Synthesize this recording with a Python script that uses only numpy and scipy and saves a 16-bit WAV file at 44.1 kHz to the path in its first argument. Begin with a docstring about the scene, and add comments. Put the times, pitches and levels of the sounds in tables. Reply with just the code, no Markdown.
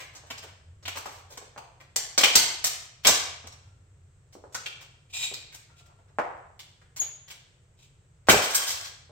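"""Platform high heels tread and stamp on a plastic model car on the concrete floor of a room lined with cabinets.
The plastic creaks and snaps: bursts of tiny random breaks set the resonances of shell and pieces ringing.
Soles land as damped knocks with a thud; a piece squeaks on one wavering note and scrapes in random slips.
A last hard stamp scatters fragments, each a small crack on its own note, and one part rings clear.
Random echoes make the hard room ring after every blow, over filtered-noise air and a low machine rumble."""
import sys
import numpy as np
from scipy import signal
from scipy.fft import rfft, irfft, next_fast_len
from scipy.io import wavfile
from scipy.ndimage import uniform_filter1d

SR = 44100
rng = np.random.default_rng(int(sys.argv[2]) if len(sys.argv) > 2 else 0)


def generate_wav(sig):
    """Save sig (samples, or channels by samples) to the path in sys.argv[1] as 16-bit PCM at SR."""
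    pcm = np.round(np.clip(np.atleast_2d(sig).T, -1, 1) * 32767).astype(np.int16)
    wavfile.write(sys.argv[1], SR, pcm)


N = 401751  # length of the scene [samples]
LONG = next_fast_len(N, True)  # a length at least N that transforms quickly [samples]
SIZE = 8192  # length of one crack, step or ping [samples]
HZ = np.fft.rfftfreq(SIZE, 1 / SR)


def amp(db):
    """Turns decibels into a gain."""
    return 10 ** (np.asarray(db) / 20)


def evened(x):
    """Scales a signal to an rms (average strength) of 1."""
    return x / np.sqrt(np.mean(abs(x) ** 2) + 1e-20)


def read(points, hz):
    """Reads a table between its points, with frequency on a log scale."""
    f, value = np.transpose(points)
    return np.interp(np.log(hz + 1), np.log(f + 1), value)


def add(mix, s, sound):
    """Mixes a sound in at time s."""
    start = max(round(s * SR), 0)
    part = mix[..., start:][..., :sound.shape[-1]]
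    part += sound[..., :part.shape[-1]]


def causal(gain):
    """The minimum-phase response with this gain: a sharp start, then decay."""
    log_gain = np.log(np.maximum(gain, 1e-5))
    mirrored = np.r_[log_gain, log_gain[-2:0:-1]]
    return np.exp(np.conj(signal.hilbert(mirrored)))[:len(gain)]


def mode(f, hz, width):
    """Response of one resonance, gain 1 at its centre; a wider one dies away faster."""
    return 1j * f * width / (hz ** 2 - f ** 2 + 1j * f * width)


def arch(u, roundness):
    """Swells from nothing and dies away as u runs from 0 to 1; small roundness gives a flat top."""
    return np.maximum(np.sin(np.pi * np.clip(u, 0, 1)), 1e-9) ** roundness


# how alike the sound is at the two microphones: (frequency [Hz], likeness [0-1])
MICROPHONE_LIKENESS = [(120, 0.96), (250, .8), (500, 0.6), (1000, 0), (3000, .05), (16000, 0.1)]


def pair(z, hz):
    """Makes two unrelated spectra alike in the bass, as close microphones hear them."""
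    angle = np.arccos(np.clip(read(MICROPHONE_LIKENESS, hz), 0, 1)) / 2
    shared, opposed = np.cos(angle) * z[0], np.sin(angle) * z[1]
    return np.array([shared + opposed, shared - opposed])


# how long the room's late ring takes to fall by 60 dB: (frequency [Hz], decay time [s])
ROOM_DECAY = [(80, .3), (160, 0.31), (400, 0.65), (1000, 0.72), (2800, 0.71), (7000, 0.54), (14000, 0.32)]


def room(direct_db=-13.0, early_db=-4.0, early_t60=0.13, late_db=-5.5, cabinet_db=-9, cabinet_s=0.0042,
         port_s=.00008):
    """Response from one floor spot: direct sound (left first), a cabinet bounce, dense echoes, a long tail."""
    t = np.arange(SR * 3 // 4) / SR
    # the late tail: sparse random echoes, each pitch region dying at its own rate
    noise = rng.standard_normal((2, len(t))) * (rng.random((2, len(t))) < .2)
    hz, at, z = signal.stft(noise, SR, nperseg=256)
    decay = amp(-60 * at / read(ROOM_DECAY, hz)[:, None])
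    late = signal.istft(z * decay, SR, nperseg=256)[1][:, :len(t)]
    late *= np.clip(t / 0.011, 0, 1)
    # the early echoes: sparser, and decaying alike at all pitches
    early = rng.standard_normal((2, len(t))) * (rng.random((2, len(t))) < .1) * (t > .002)
    early *= amp(-60 * t / early_t60)
    echoes = (amp(late_db) * evened(late) + amp(early_db) * evened(early)) / np.sqrt(len(t))
    response = irfft(pair(rfft(echoes), np.fft.rfftfreq(len(t), 1 / SR)), len(t))
    right_delay = int(port_s * SR * rng.uniform(.5, 1.5))
    response[[0, 1], [0, right_delay]] += amp(direct_db)
    bounce = cabinet_s * SR * (rng.uniform(.85, 1.15) + rng.uniform(-.02, .02, 2))
    response[[0, 1], bounce.astype(int)] += amp(cabinet_db)
    return response


def heard(sounds, responses):
    """Sounds fall in turn on several spots of the floor, each with its own echoes."""
    longest = max(sound.shape[-1] for _, sound in sounds)
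    size = next_fast_len(longest + responses[0].shape[-1], True)
    spots, mix = rfft(np.array(responses), size), np.zeros((2, N))
    for k, (s, sound) in enumerate(sounds):
        add(mix, s, irfft(rfft(sound, size) * spots[k % len(spots)], size))
    return mix


# colour of the room air: (frequency [Hz], relative level [dB per Hz])
AIR_COLOUR = [(15, -36.5), (25, -17), (60, -12), (105, -9), (135, -8.5), (200, -28.5), (300, -31.5),
              (430, -26.5), (800, -35.5), (1400, -35), (2500, -40), (5000, -46.5), (6500, -42.5),
              (7900, -34.5), (8600, -39.5), (9200, -45), (16000, -49.5)]
AIR_DB = -69.5  # level of the air between 300 and 9000 Hz [dB]
# the rumble swells now and then: (start [s], length [s], level [dB])
RUMBLE_SWELLS = [(.15, 1.22, -54), (2.85, 1.55, -53.5)]


def background(rumble_hz=88, rumble_width=16, rumble_db=-66, roundness=1.0):
    """Still room air is coloured noise; a distant machine rumbles as noise through one low resonance."""
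    f = np.fft.rfftfreq(LONG, 1 / SR)
    air = pair(rfft(rng.standard_normal((2, LONG))), f) * amp(read(AIR_COLOUR, f))
    middle = irfft(air * ((f > 300) & (f < 9000)), LONG)
    air = irfft(air, LONG)[:, :N] / middle.std()
    rumble = rfft(rng.standard_normal(LONG)) * mode(f, rumble_hz, rumble_width) ** 2
    rumble = evened(irfft(rumble, LONG)[:N])
    t = np.arange(N) / SR
    swell = sum(amp(db) * arch((t - start) / length, roundness) for start, length, db in RUMBLE_SWELLS)
    return amp(AIR_DB) * air + rumble * np.hypot(amp(rumble_db), swell)


# colour that all breaks share: (frequency [Hz], relative level [dB per Hz])
BREAK_COLOUR = [(50, -31.5), (200, -9.5), (600, 0), (1400, 1), (3000, -0.28), (6300, 0), (11500, 0.53)]
PIVOT_HZ, LIFT_OCTAVES = 2994, 0.8  # brightness tilts about this pitch; width of the lift around a piece's note


def fracture_colour(brightness, note_hz, lift_db, low_hz, knee_hz=600, top_hz=11500):
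    """Spectrum of a break in dB: a tilt, a broad lift where the piece radiates best, and little below low_hz."""
    tilt = brightness * np.log2(np.clip(HZ, knee_hz, top_hz) / PIVOT_HZ)
    lift = lift_db * np.exp(-(np.log2((HZ + 1) / note_hz) / LIFT_OCTAVES) ** 2)
    bass_loss = 10 * np.log10(1 + (low_hz / (HZ + 1)) ** 2)
    return read(BREAK_COLOUR, HZ) + tilt + lift - bass_loss


# resonances of the car's shell, before each break varies them: (frequency [Hz], width [Hz], level [dB])
SHELL_MODES = [(725, 47, -8.5), (1060, 28, -14.5), (1554, 36, -12), (2317, 87, -4), (3200, 73, -3),
               (3573, 27, -7.5), (4213, 51, -11), (5350, 47, -6.5), (5770, 100, -6), (6410, 140, -1.5),
               (7443, 120, 0.5), (9100, 52, -11.5), (12134, 300, -5)]
# plastic cracking: (time [s], level [dB], brightness [dB per octave], splintering time [s],
# note of the broken piece [Hz], lift around that note [dB])
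PLASTIC_CRACKS = [(0, -7.5, -1.6, 0.021, 2170, 8.5), (0.1509, -13.5, -3, 0.011, 6750, 9.5),
                  (.3025, -3.5, -2, 0.0099, 2700, 6.5), (0.3783, -13.5, -0.7, 0.0053, 5080, 8.5),
                  (0.4273, -11, -1.5, 0.0076, 3020, 2.5), (0.827, -22, -3.5, 0.011, 5000, 8),
                  (0.8544, -9, -2.5, 0.0047, 2980, 14.5), (.8795, -.5, -0.8, 0.003, 2710, 7),
                  (0.9566, -5, -2.5, .006, 1000, 1.5), (.9712, -2.5, 0.5, 0.0036, 1000, 0),
                  (1.0574, -7, -2, .009, 900, 6), (1.304, -12, -.1, 0.016, 485, 9.5),
                  (1.3743, -9, -3, 0.0035, 7760, 8), (1.5774, -9.5, -3.5, 0.0026, 910, 3),
                  (1.8022, -17.5, -3, 0.009, 2200, 5), (1.9609, 6.5, 0.94, 0.0035, 6500, 7.5),
                  (2.1786, 15.5, -1.6, 0.0032, 5080, 7.5), (2.2094, 7.5, 0.7, 0.0033, 2200, 5),
                  (2.235, 15.5, 0.6, .0035, 3000, 10.5), (2.2433, 8.5, -0.7, 0.0026, 3000, 12),
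                  (2.3544, 20.5, 2.1, 0.005, 4500, 5), (2.6423, 10.5, 2, 0.0018, 5770, 3),
                  (2.666, 2, 4, 0.0033, 5580, 5), (3.036, -13.5, 1, .012, 3000, 4),
                  (3.0491, 11, -.6, 0.0072, 3150, 10), (3.0695, 21, 1.26, 0.0037, 5400, 4),
                  (3.0784, 12, -1.5, 0.013, 7400, 7), (3.471, -13.5, -2.5, 0.0034, 6500, 8),
                  (3.523, -20.5, -2.3, 0.0018, 5700, 9.5), (4.3256, -22.5, 1, .012, 5500, 5),
                  (4.525, -21, -1, .011, 7100, 7), (4.5461, -2, -1.8, .003, 6630, 9),
                  (4.549, -9, -1, .005, 1390, 14), (4.6605, -7, -0.6, 0.0036, 2870, 15.5),
                  (4.8106, -14.5, -1, 0.0072, 5500, 2.5), (5.3395, -9, 2, .003, 3830, 12.5),
                  (5.524, -19, 1, 0.0081, 2200, 10.5), (5.5451, -12.5, 2, 0.0062, 6750, 2.5),
                  (5.859, -28, 0, .005, 7440, 1), (6.5931, -13.5, 1.1, 0.0062, 3300, 9),
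                  (6.8162, -29.5, -3.5, .005, 1810, 9.5), (6.963, -7, 1, 0.0096, 7000, 4),
                  (7.012, -9, -1.2, 0.019, 3400, 7), (7.2787, -17, -0.2, 0.011, 3300, 5.5),
                  (7.3029, -10.5, 1, 0.0076, 3000, 7), (8.271, -5, -2.2, 0.01, 2600, 2),
                  (8.2865, 16, -2.5, 0.0017, 1430, 6.5), (8.295, 17, 1.5, 0.0062, 2360, 9.5),
                  (8.306, 13.5, 2, 0.015, 7740, 1.5), (8.3724, -1, -1.5, 0.0098, 7950, 5),
                  (8.426, 0, 2.8, 0.013, 3220, 9), (8.5474, 12, 4.3, .0062, 8400, 0.5),
                  (8.668, 5.5, 2, 0.025, 5050, 5.5), (8.8436, -9.5, 1, .016, 4300, 9)]


def crack(row, splinters_per_s=800, clean_s=0.0065, shell_db=0, ring_db=-2, ring_width=330, low_hz=40):
    """A fracture runs as a burst of tiny breaks; the shell and the broken piece ring with it."""
    s, level_db, brightness, splinter_s, ring_hz, lift_db = row
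    u = np.arange(SIZE) / SR / splinter_s
    splinters = rng.standard_normal(SIZE) * (rng.random(SIZE) < splinters_per_s / SR)
    breaks = splinters * (np.exp(-u) - np.exp(-5 * u))
    # a quick fracture opens with one clean snap, a slow one swells into a crunch
    burst = evened(rfft(breaks)) + min(clean_s / splinter_s, 2)
    # each break excites the modes with its own strength [dB], and the load bends their pitch [share]
    chance = rng.standard_normal((len(SHELL_MODES), 2)) * [4, .04]
    body = 1
    for (hz, width, db), (extra_db, bend) in zip(SHELL_MODES, chance):
        body = body + amp(shell_db + db + extra_db) * mode(HZ, hz * (1 + bend), width)
    body = body + amp(ring_db) * mode(HZ, ring_hz, ring_width)
    # even out the broad spectrum, so that the colour and level alone set it
    spread = np.sqrt(uniform_filter1d(abs(body * burst) ** 2, size=400))
    colour = amp(level_db + fracture_colour(brightness, ring_hz, lift_db, low_hz))
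    return s, irfft(burst * body * causal(colour / spread))


# faint creaking while the foot's weight shifts on the pieces:
# (start [s], length [s], level [dB], brightness [dB per octave])
CREAK_SPELLS = [(0, 0.55, -23, -3), (1.05, .13, -20.5, 0.5), (1.279, 0.21, -28, -3.5), (3.302, .4, -35, -4),
                (5.679, 0.41, -35, -8)]


def creaks(splinter_s=.012, lift_db=4, vary_db=1.0, count=6):
    """Loaded plastic gives way in small uneven crunches, each on one of the shell's notes."""
    for start, length, db, brightness in CREAK_SPELLS:
        for k, (late, size, note) in enumerate(rng.random((count, 3))):
            s = start + length * (k + late) / count
            level_db = db + vary_db * (2 * size - 1)
            hz = SHELL_MODES[int(note * len(SHELL_MODES))][0]
            yield crack((s, level_db, brightness, splinter_s, hz, lift_db))


# sole or heel meeting the ground: (time [s], level [dB], knock pitch [Hz], thud of the body's weight [dB])
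FOOTSTEPS = [(0.237, -8, 640, -22), (0.4425, -1.5, 493, -16), (0.9729, 4.5, 1020, -10),
             (1.0582, 7, 820, -2.5), (1.4164, -3, 514, -24), (1.5623, 0.5, 780, -10.5),
             (1.5776, -10, 1020, -10), (2.2352, 21, 712, 9), (2.3555, 14.5, 683, 15),
             (3.057, 17, 560, 14.5), (3.083, 20.5, 686, 12.5), (3.442, -5, 610, -4),
             (4.3523, 2.5, 430, -25), (4.4394, 2, 522, -13.5), (5.3146, 3, 420, -13), (6.186, 24, 779, -4),
             (7.012, -4.5, 480, -10), (8.2863, 33.5, 650, 28.5), (8.306, 23, 620, 17), (8.334, 28, 428, 24),
             (9.095, -6.5, 493, -25)]


def step(row, damping=0.64, softness=2.59, grit_db=-38, thud_hz=100, thud_width=115,
         hollow_hz=245, hollow_width=120, hollow_db=-1):
    """A hard sole gives a damped knock, rounded by its contact time, a thud, a hollow platform note and grit."""
    s, db, hz, thud_db = row
    contact = causal(1 / np.sqrt(1 + (HZ / (softness * hz)) ** 8))
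    grit = amp(grit_db) * mode(HZ, 7000, 8000)
    knock = mode(HZ, hz, damping * hz) * contact + grit
    hollow = amp(hollow_db) * mode(HZ, hollow_hz, hollow_width)
    thud = mode(HZ, thud_hz, thud_width) ** 2 - hollow
    return s, irfft(amp(db) * knock + amp(thud_db) * thud)


# plastic squeaking against the patent shoe: (start [s], length [s], level before it fades [dB], pitch [Hz])
SHOE_SQUEAKS = [(3.65, 0.23, -72.5, 1378), (5.698, 0.33, -66, 1380), (6.994, 0.035, -20.5, 6750)]


def squeak(row, waver=.02, octave_db=-12, left_db=1.0, attack_s=0.0064, release_s=0.0051, fade_db=-11, sag=0.011):
    """Stick-slip locks onto one unsteady note that sags and fades as the pressure eases."""
    start, length, db, hz = row
    t = np.arange(0, length, 1 / SR)
    wobble = evened(uniform_filter1d(rng.standard_normal(len(t)), size=70))
    pitch = hz * (1 - sag * t / length + waver * wobble)
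    phase = 2 * np.pi * np.cumsum(pitch) / SR
    note = evened(np.sin(phase) + amp(octave_db) * np.sin(2 * phase))
    edges = np.minimum(np.minimum(t / attack_s, (length - t) / release_s), 1)
    envelope = edges * amp(db + fade_db * t / length)
    return start, note * envelope * amp([[left_db / 2], [-left_db / 2]])


# pieces dragged over the concrete: (start [s], length [s], level [dB])
PIECE_DRAGS = [(5.094, .04, -56), (5.125, 0.16, -30.5), (5.761, 0.052, -54), (7.771, 0.095, -59.5)]
# resonances that sing out under pressure: (frequency [Hz], width [Hz], level before the pressure acts [dB])
PRESSED_MODES = [(2453, 34, 14), (3810, 65, 15), (4710, 54, 4), (7453, 260, 9.5)]
# colour of the grinding slips: (frequency [Hz], relative level [dB per Hz])
GRIND_COLOUR = [(150, -35.5), (700, -15.5), (1700, -17.5), (2500, -3), (3200, -2.5), (4300, -7.5),
                (5500, -8.5), (8000, -6), (12000, -10), (16000, -12)]


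def drag(row, slips_per_s=600, hiss=0.1, firm_db=-29, roundness=0.43, lurch_db=2.5):
    """Quick uneven slips grind on the concrete in one lurching stroke; the firmer it is, the more the piece rings."""
    start, length, db = row
    t = np.arange(0, length, 1 / SR)
    slips = rng.standard_normal(len(t)) * (hiss + (rng.random(len(t)) < slips_per_s / SR))
    f = np.fft.rfftfreq(len(t), 1 / SR)
    # a louder drag counts as a firmer one
    pressure = amp((db - firm_db) / 2)
    ring = pressure * sum(amp(level) * mode(f, hz, width) for hz, width, level in PRESSED_MODES)
    lurch = evened(uniform_filter1d(rng.standard_normal(len(t)), size=600))
    grind = evened(irfft(rfft(slips) * amp(read(GRIND_COLOUR, f)) * (1 + ring), len(t)))
    return start, grind * arch(t / length, roundness) * amp(db + lurch_db * lurch)


# notes of the loose fragments, used in turn: (frequency [Hz])
FRAGMENT_NOTES = [1118, 3180, 8600, 1640, 5300, 7800, 3280, 8320, 4080]


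def scatter(start=8.33, end=8.86, first_db=2, last_db=-13, brightness=-1.4, splinter_s=0.0035, lift_db=3, count=36):
    """Fragments thrown by the stamp skitter over the floor, ever more lightly, each on its own note."""
    progress = (np.arange(count) + rng.random(count)) / count
    sizes_db = rng.uniform(-6, 4, count)
    for u, size_db, hz in zip(progress, sizes_db, np.resize(FRAGMENT_NOTES, count)):
        s = start + u * (end - start)
        db = first_db + (last_db - first_db) * u ** 2 + size_db
        yield crack((s, db, brightness, splinter_s, hz, lift_db), ring_db=27, ring_width=16, low_hz=1090)


# a small hard part that lands and rings: (frequency [Hz], level [dB], time to fall by 60 dB [s])
PING_NOTES = [(1600, -35.5, 0.32), (3210, -27.5, 0.25), (4950, -27, .07), (7600, -34, .12),
              (8430, -17.5, 0.086)]


def ping(s=8.548):
    """One thrown part strikes the concrete and rings clear, as a few decaying pure tones."""
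    t = np.arange(SIZE) / SR
    tones = 0
    for hz, db, t60 in PING_NOTES:
        tones = tones + amp(db) * np.exp(-np.log(1000) * t / t60) * np.sin(2 * np.pi * hz * t)
    return s, tones


def scene(count=5):
    """Breaking plastic, shoes and rubbing in one room, over the background."""
    breaking = [crack(row) for row in PLASTIC_CRACKS] + list(creaks()) + list(scatter()) + [ping()]
    plastic = heard(breaking, [room(direct_db=-10.5, early_t60=.085) for _ in range(count)])
    shoe_spots = [room(direct_db=-7.0, early_db=-4.0, late_db=-7, cabinet_db=-11.5) for _ in range(count)]
    shoes = heard([step(row) for row in FOOTSTEPS], shoe_spots)
    rubs = [drag(row) for row in PIECE_DRAGS] + [squeak(row) for row in SHOE_SQUEAKS]
    rubbing = heard(rubs, [room(direct_db=-6, early_db=-3.0, late_db=-6)])
    # gains of the left and right sides [dB]
    return plastic * amp([[.3], [-.3]]) + shoes + rubbing * amp([[.4], [-.8]]) + background()


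EDGE_HZ = 15900  # upper limit of the sound [Hz]


def record(dry, shelf_hz=8700, shelf_db=-9, dip_db=-3, quiet_db=-68, ceiling=.85):
    """The high treble sits on a lower shelf and is partly faded when faint; peaks clip; then the band limit."""
    f = np.fft.rfftfreq(LONG, 1 / SR)
    shelf = [(shelf_hz - 300, 0), (shelf_hz + 200, shelf_db + dip_db), (10800, shelf_db + dip_db), (11800, shelf_db)]
    spectrum = rfft(dry, LONG) * amp(read(shelf, f))
    treble = irfft(spectrum * read([(shelf_hz, 0), (shelf_hz + 400, 1)], f), LONG)[:, :N]
    level = np.sqrt(abs(uniform_filter1d(np.mean(treble ** 2, axis=0), size=600)))
    # share of the treble taken away: at most 0.34, less as it grows louder
    faded = 0.34 / (1 + (level / amp(quiet_db)) ** 2)
    whole = irfft(spectrum, LONG)[:, :N]
    clipped = np.clip(whole - faded * treble, -ceiling, ceiling)
    band_limit = signal.firwin(401, EDGE_HZ, window=("kaiser", 8), fs=SR)
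    return signal.oaconvolve(clipped, band_limit[None], "same")


dry = scene()
out = record(dry)
generate_wav(out)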